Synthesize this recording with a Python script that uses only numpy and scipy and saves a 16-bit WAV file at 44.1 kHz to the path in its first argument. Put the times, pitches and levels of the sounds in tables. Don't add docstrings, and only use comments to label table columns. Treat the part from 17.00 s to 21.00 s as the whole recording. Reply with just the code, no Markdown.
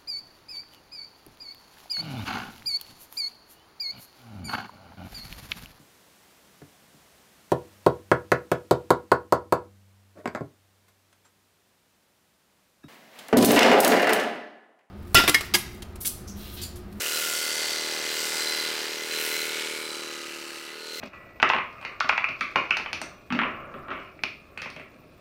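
import sys
import numpy as np
from scipy import signal
from scipy.fft import rfft, irfft
from scipy.io import wavfile
from scipy.ndimage import map_coordinates

SR = 44100
rng = np.random.default_rng(int(sys.argv[2]) if len(sys.argv) > 2 else 0)


def wav_out(sig):
    wavfile.write(sys.argv[1], SR, np.round(np.clip(np.atleast_2d(sig).T, -1, 1) * 32767).astype(np.int16))


N = 176400
TIME = np.arange(N) / SR

# (time [s], stroke rate [Hz])
STROKE_RATE = [(0.0, 39.15), (0.2, 39.18), (0.6, 39.27), (1.0, 39.14), (1.3, 39.46), (1.65, 38.95),
               (2.05, 39.23), (2.35, 39.2), (2.8, 38.93), (3.0, 38.42), (3.3, 38.12), (3.5, 37.86),
               (3.64, 37.6), (3.8, 39.56), (4.0, 39.53)]
# (place in the stroke [0-1], push on the housing [relative], click trim [dB])
CUTTER_TURNS = [(.175, 1.0, -1.5), (.67, -.45, 0.5)]


def from_db(db):
    return 10 ** (np.asarray(db) / 20)


def rms_one(x):
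    return x / np.sqrt(np.mean(x ** 2) + 1e-20)


def in_time(rows):
    return np.interp(TIME, *np.transpose(rows))


def at_hz(points, hz):
    f, value = np.transpose(points)
    return np.interp(np.log(hz), np.log(f), value)


def drift(rate_hz):
    hop, settle = 40, 2000
    r = np.exp(-2 * np.pi * rate_hz * hop / SR)
    slow = signal.lfilter([1], [1, -2 * r, r * r], rng.standard_normal(N // hop + settle + 2))[settle:]
    return np.interp(np.arange(N) / hop, np.arange(len(slow)), rms_one(slow))


def stroke_gains(spread_db):
    return from_db(spread_db * rng.standard_normal(N // 100))


def resonate(x, hz, width_hz):
    r = np.exp(-np.pi * width_hz / SR)
    poles = [1, -2 * r * np.cos(2 * np.pi * hz / SR), r * r]
    return signal.lfilter(np.array([1, 0, -1]) * (1 - r * r) / 2, poles, x)


def ring(drive, hz, width_hz):
    return rms_one(resonate(resonate(drive, hz, width_hz), hz, width_hz))


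def around(s, spread_s):
    return np.exp(-((TIME - s) / spread_s) ** 2 / 2)


def swell(drive, s, spread_s, hz, width_hz, db):
    return from_db(db) * around(s, spread_s) * ring(drive, hz, width_hz)


def housing_knocks(strokes):
    # (frequency [Hz], width [Hz], trim [dB], level curve [0 low, 1 middle, 2 upper])
    modes = [(236, 110, -25.5, 2), (269, 53, -18.5, 0), (344, 29, -5, 0), (414.3, 48, -1.5, 1),
             (493.6, 138, -4.5, 2), (880, 54, -11.5, 2)]
    # (time [s], level [dB])
    low = [(0.0, -52), (0.54, -47.5), (0.91, -41), (1.15, -46), (1.47, -41.5), (1.93, -44), (3.44, -43.5),
           (3.84, -51), (4.0, -46)]
    middle = [(0.0, -51), (0.59, -53), (0.93, -47), (2.08, -46), (2.14, -40.5), (2.73, -45), (3.58, -64.5),
              (3.62, -71), (3.75, -47.5), (4.0, -46.5)]
    upper = [(0.0, -41.5), (1.44, -44), (2.06, -47), (2.15, -45.5), (3.05, -45.5), (3.8, -56.5),
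             (3.95, -46), (4.0, -47)]
    # (time [s], level [dB])
    shake = [(0.0, -76), (0.36, -67), (1.7, -67), (2.17, -87), (2.28, -71), (3.14, -83), (4.0, -87)]
    low_hz, high_hz = 192, 584
    pushes = np.zeros(N + 1)
    for place, push, _ in CUTTER_TURNS:
        turns = np.arange(int(strokes[-1] - place) + 1) + place
        times = np.interp(turns, strokes, TIME)
        pushes[(times * SR).astype(int)] += push * stroke_gains(spread_db=.67)[:len(times)]
    pushes = signal.sosfilt(signal.butter(2, low_hz, "high", fs=SR, output="sos"), pushes[:N] + 1e-18)
    pushes = signal.sosfilt(signal.butter(4, high_hz, fs=SR, output="sos"), pushes)
    out = from_db(in_time(shake)) * rms_one(np.sin(2 * np.pi * strokes))
    for hz, width, db, curve in modes:
        level = in_time((low, middle, upper)[curve])
        out += from_db(level + db) * rms_one(resonate(pushes, hz, width))
    return out


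def gear_whine(strokes):
    # (multiple of the stroke rate, trim [dB], place of the
    tones = [(37, -3.5, 0.95, 0.8, 0.4, 0.28, 0.12), (52, -3, 0.87, 0.75, 0.0, 0.38, 0.25),
             (104, 0, 0.84, 0.5, 0.45, 0.45, 0.28), (23, 2, .7, .5, .5, .2, .15)]
    # (time [s], level [dB])
    low = [(0.0, -42.5), (0.15, -37.5), (.55, -38.5), (1.01, -46.5), (1.301, -38.5), (1.7, -41), (1.8, -49),
           (2.04, -46.5), (2.27, -39), (2.8, -45), (3.44, -52.5), (4.0, -46)]
    middle = [(0.0, -38.5), (0.62, -35), (0.75, -38.5), (1.54, -35), (1.95, -44), (2.03, -35), (2.08, -47),
              (2.33, -33.5), (2.5, -39), (2.75, -64), (3.13, -43.5), (3.5, -56), (3.72, -43), (3.84, -62),
              (4.0, -40.5)]
    high = [(0, -39), (.06, -53), (.15, -34.5), (.24, -46), (.5, -51), (.68, -43), (.86, -37.5),
            (1.02, -45), (1.12, -39), (1.27, -50), (1.42, -35), (1.6, -35.5), (1.78, -45), (1.97, -43.5),
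            (2.08, -45), (2.15, -34.5), (2.26, -45), (2.4, -37), (2.56, -44), (2.7, -48), (2.86, -40.5),
            (3.22, -48.5), (3.33, -63), (3.55, -54), (3.74, -53), (3.86, -45), (4, -42.5)]
    motor = [(0, -62), (2.0, -57), (2.35, -51), (2.9, -53), (3.3, -58), (4, -60)]
    wobble_hz, chatter_hz = 16, 40
    out = 0
    for row, level in zip(tones, (low, middle, high, motor)):
        multiple, db, place, depth, lopsided, wobble, rough = row
        angle = 2 * np.pi * (strokes - place)
        load = 1 + depth * np.cos(2 * angle) + lopsided * np.cos(angle)
        mesh = 2 * np.pi * multiple * strokes + wobble * drift(wobble_hz)
        tone = np.sin(mesh) * (1 + rough * drift(chatter_hz))
        tone += np.cos(mesh) * rough * drift(chatter_hz)
        out += from_db(in_time(level) + db) * rms_one(load * tone)
    return out


def blade_force(strokes):
    # (place in the stroke [0-1], relative level [dB])
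    friction = [(0, -3), (.1, -7), (.18, 2), (.3, 0), (.41, 2), (.52, -.5), (.62, -3.5), (.7, 3),
                (.85, 1.5)]
    click_db, click_decay_s, lead_strokes = 7.5, .00041, .034
    wander_db = .42 * drift(rate_hz=23)
    force = from_db(np.interp(strokes, *np.transpose(friction), period=1) + wander_db)
    for place, _, db in CUTTER_TURNS:
        count, since = np.divmod(strokes - place + lead_strokes + 1, 1)
        strength = from_db(click_db + db) * stroke_gains(spread_db=1.6)[count.astype(int)]
        force += strength * np.exp(-since / in_time(STROKE_RATE) / click_decay_s)
    return rms_one(force)


def scrape(strokes, force):
    snips_per_s, snip_spread_db, snip_db = 2500, 2.5, -10
    surface = irfft(np.exp(2j * np.pi * rng.random(N // 300)))
    repeated = map_coordinates(surface, [strokes % 1 * len(surface)], order=3, mode="grid-wrap")
    snips = (rng.random(N) < snips_per_s / SR) * rng.choice([-1, 1], N)
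    sizes = from_db(snip_spread_db * np.minimum(rng.exponential(1, N), 6))
    fresh = rng.standard_normal(N) + from_db(snip_db) * rms_one(snips * sizes)
    return rms_one(force * repeated), rms_one(force * fresh)


def blade_rasp(strokes, force):
    # (centre [Hz], trim [dB], share that repeats on every stroke [0-1])
    ranges = [(597, 3, 0.53), (986, -1, 0.46), (2870, 0, 0.49), (5703, 0.5, 0.22), (10130, 0.5, 0.31),
              (13200, 3, 0.11)]
    # (time [s], relative level [dB])
    low = [(0, -45), (.4, -47), (.86, -45.5), (1.1, -47.5), (1.55, -45.5), (1.83, -45.5), (2.02, -50),
           (2.24, -46.5), (2.801, -49.5), (3.15, -50.5), (3.55, -52), (3.75, -53), (4, -58)]
    middle = [(0, -36), (.27, -34.5), (.7, -34.5), (1.04, -36), (1.3, -35.5), (1.8, -35), (2.04, -40.5),
              (2.12, -33.5), (2.3, -36), (2.42, -37.5), (2.6, -35), (2.85, -43.5), (3.35, -42.5),
              (3.6, -45), (3.8, -47), (4, -43.5)]
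    high = [(0, -37), (.15, -34), (.5, -34.5), (.75, -37), (1.02, -38.5), (1.2, -36.5), (1.6, -39),
            (1.98, -42), (2.25, -39), (2.55, -40.5), (2.95, -42.5), (3.35, -48), (3.59, -49.5),
            (3.77, -54.5), (4, -43)]
    top = [(0, -39), (.06, -38.5), (.35, -36.5), (.6, -40.5), (.95, -46), (1.3, -41), (1.7, -45), (2, -50),
           (2.25, -40), (2.6, -46.5), (2.75, -45), (3.1, -54), (3.58, -53), (3.77, -58), (4, -52)]
    sizzle = [(0.0, -48), (0.02, -42), (0.18, -41), (0.73, -52), (1.1, -52), (1.11, -47), (1.75, -52),
              (1.99, -55), (2.16, -50), (2.22, -41), (2.64, -56.5), (3.12, -61.5), (3.63, -63), (3.72, -68),
              (3.9, -63), (4.0, -51)]
    # (frequency [Hz], relative density [dB])
    colour = [(130, -24), (200, -7.5), (300, -11), (500, 1.5), (700, -3), (920, 5), (1150, 1), (1400, -0.5),
              (1700, 0.8), (2050, -2), (2400, -2.5), (2950, -4), (3500, -5.5), (4400, -3.5), (5200, -7),
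              (6000, -3.5), (6800, -8), (7800, -3.5), (10000, -8), (13000, -5.5), (15500, -9.5)]
    grit = [scrape(strokes, force) for _ in range(2)]
    centres, trims, shares = np.transpose(ranges)
    levels = np.array([in_time(c) for c in (low, low, middle, high, top, sizzle)]) + trims[:, None]
    edges = np.r_[np.geomspace(130, 1000, 7)[:-1], np.geomspace(1000, 16500, 21)]
    out = 0
    for k, (low_hz, high_hz) in enumerate(zip(edges, edges[1:])):
        hz = np.sqrt(low_hz * high_hz)
        weights = np.array([np.interp(np.log(hz), np.log(centres), row) for row in np.eye(len(centres))])
        share = np.clip(weights @ shares, 0, 1)
        repeated, fresh = grit[k % 2]
        blend = np.sqrt(share) * repeated + np.sqrt(1 - share) * fresh
        band = signal.sosfilt(signal.butter(2, [low_hz, high_hz], "band", fs=SR, output="sos"), blend)
        width_gain = np.sqrt((high_hz - low_hz) / 650)
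        flicker_db = .9 * drift(rate_hz=3.9)
        out += rms_one(band) * width_gain * from_db(weights @ levels + at_hz(colour, hz) + flicker_db)
    return out


def wool_hollows(rasp):
    # (time [s], spread [s], frequency [Hz], width [Hz], depth [0-1])
    valleys = [(.1, 0.23, 850, 300, 0.7), (0.16, .2, 2360, 190, .85), (0.23, 0.38, 4300, 1100, 0.45),
               (0.74, 0.28, 2250, 320, 0.46), (3.4, 0.16, 3400, 450, 0.7), (3.4, 0.62, 710, 270, 0.64),
               (3.7, .2, 1200, 160, .5), (6.3, 0.19, 2200, 180, 0.3), (2.82, .1, 6200, 1500, 0.7)]
    for s, spread_s, hz, width, depth in valleys:
        rasp = rasp - depth * around(s, spread_s) * resonate(rasp, hz, width)
    return rasp


def comb_rings(strokes, force):
    # (time [s], spread [s], frequency [Hz], width [Hz], level [dB])
    resonances = [(0.066, 0.14, 2560, 110, -39), (.12, 0.12, 2800, 250, -40),
                  (0.296, 0.17, 1393, 40, -40.5), (.4, 0.23, 2115, 70, -46), (0.6, 0.3, 4540, 404, -36.5),
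                  (1.19, 0.071, 2860, 220, -39.5), (1.51, 0.32, 4800, 706, -39),
                  (2.3, 0.17, 2470, 503, -39), (2.6, 0.23, 2247, 201, -40), (2.6, 0.54, 6140, 350, -55),
                  (3.19, 0.62, 1263, 71, -51.5), (3.5, 0.32, 2690, 400, -48.5),
                  (3.554, .12, 4340, 500, -50), (3.9, 0.11, 4300, 350, -48.5)]
    drive = sum(scrape(strokes, force))
    return sum(swell(drive, *row) for row in resonances)


def cutter_strike(strokes, place, decay_s):
    # (frequency [Hz], width [Hz], relative level [dB])
    steel = [(1503, 470, -6.5), (2190, 660, -2.5), (2834, 440, 1.5), (3650, 1130, -6)]
    count, since = np.divmod(strokes - place + 1, 1)
    strength = stroke_gains(spread_db=1.0)[count.astype(int)]
    repeated, fresh = scrape(strokes, strength * np.exp(-since / in_time(STROKE_RATE) / decay_s))
    burst = repeated + .5 * fresh
    return rms_one(sum(from_db(db) * ring(burst, hz, width) for hz, width, db in steel))


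def cutter_rattle(strokes):
    # (place in the stroke [0-1], decay [s], relative level [dB])
    strikes = [(.2, .0012, -3.5), (.672, .002, 0)]
    # (time [s], level [dB])
    clack_level = [(0, -45), (1.0, -52), (1.35, -47), (1.55, -41.5), (2.05, -49.5), (2.2, -42),
                   (2.6, -40.5), (2.85, -48.5), (4, -67)]
    tick_level = [(0, -42), (.25, -42), (.45, -55), (1.6, -55), (1.95, -53), (2.3, -58), (3.1, -48),
                  (3.35, -54), (4, -54)]
    clacks = sum(from_db(db) * cutter_strike(strokes, place, decay_s) for place, decay_s, db in strikes)
    tick = cutter_strike(strokes, place=.395, decay_s=.0008)
    return from_db(in_time(clack_level)) * rms_one(clacks) + from_db(in_time(tick_level)) * tick


def open_air(level_db=-64.5):
    # (frequency [Hz], relative density [dB])
    colour = [(25, -16), (60, -6), (85, 0), (130, -5), (200, -14), (500, -6), (2000, -12), (15000, -20)]
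    hz = np.maximum(np.arange(N // 2 + 1) * SR / N, 1)
    spectrum = rfft(rng.standard_normal(N)) * from_db(at_hz(colour, hz))
    return from_db(level_db) * rms_one(irfft(spectrum, N))


def sheep_bumps(width_hz=83):
    # (time [s], spread [s], frequency [Hz], level [dB])
    thuds = [(0.136, 0.07, 108, -60), (1.35, 0.017, 200, -53)]
    return sum(swell(rng.standard_normal(N), s, spread_s, hz, width_hz, db)
               for s, spread_s, hz, db in thuds)


def scene():
    strokes = np.cumsum(in_time(STROKE_RATE)) / SR
    handpiece = housing_knocks(strokes) + gear_whine(strokes)
    force = blade_force(strokes)
    blades = wool_hollows(blade_rasp(strokes, force)) + comb_rings(strokes, force)
    return (handpiece + blades + cutter_rattle(strokes) + sheep_bumps() + open_air())[None]


def record(dry):
    cutoff_hz = 15900
    return signal.sosfilt(signal.ellip(12, .1, 80, cutoff_hz, fs=SR, output="sos"), dry)


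dry = scene()
out = record(dry)
wav_out(out)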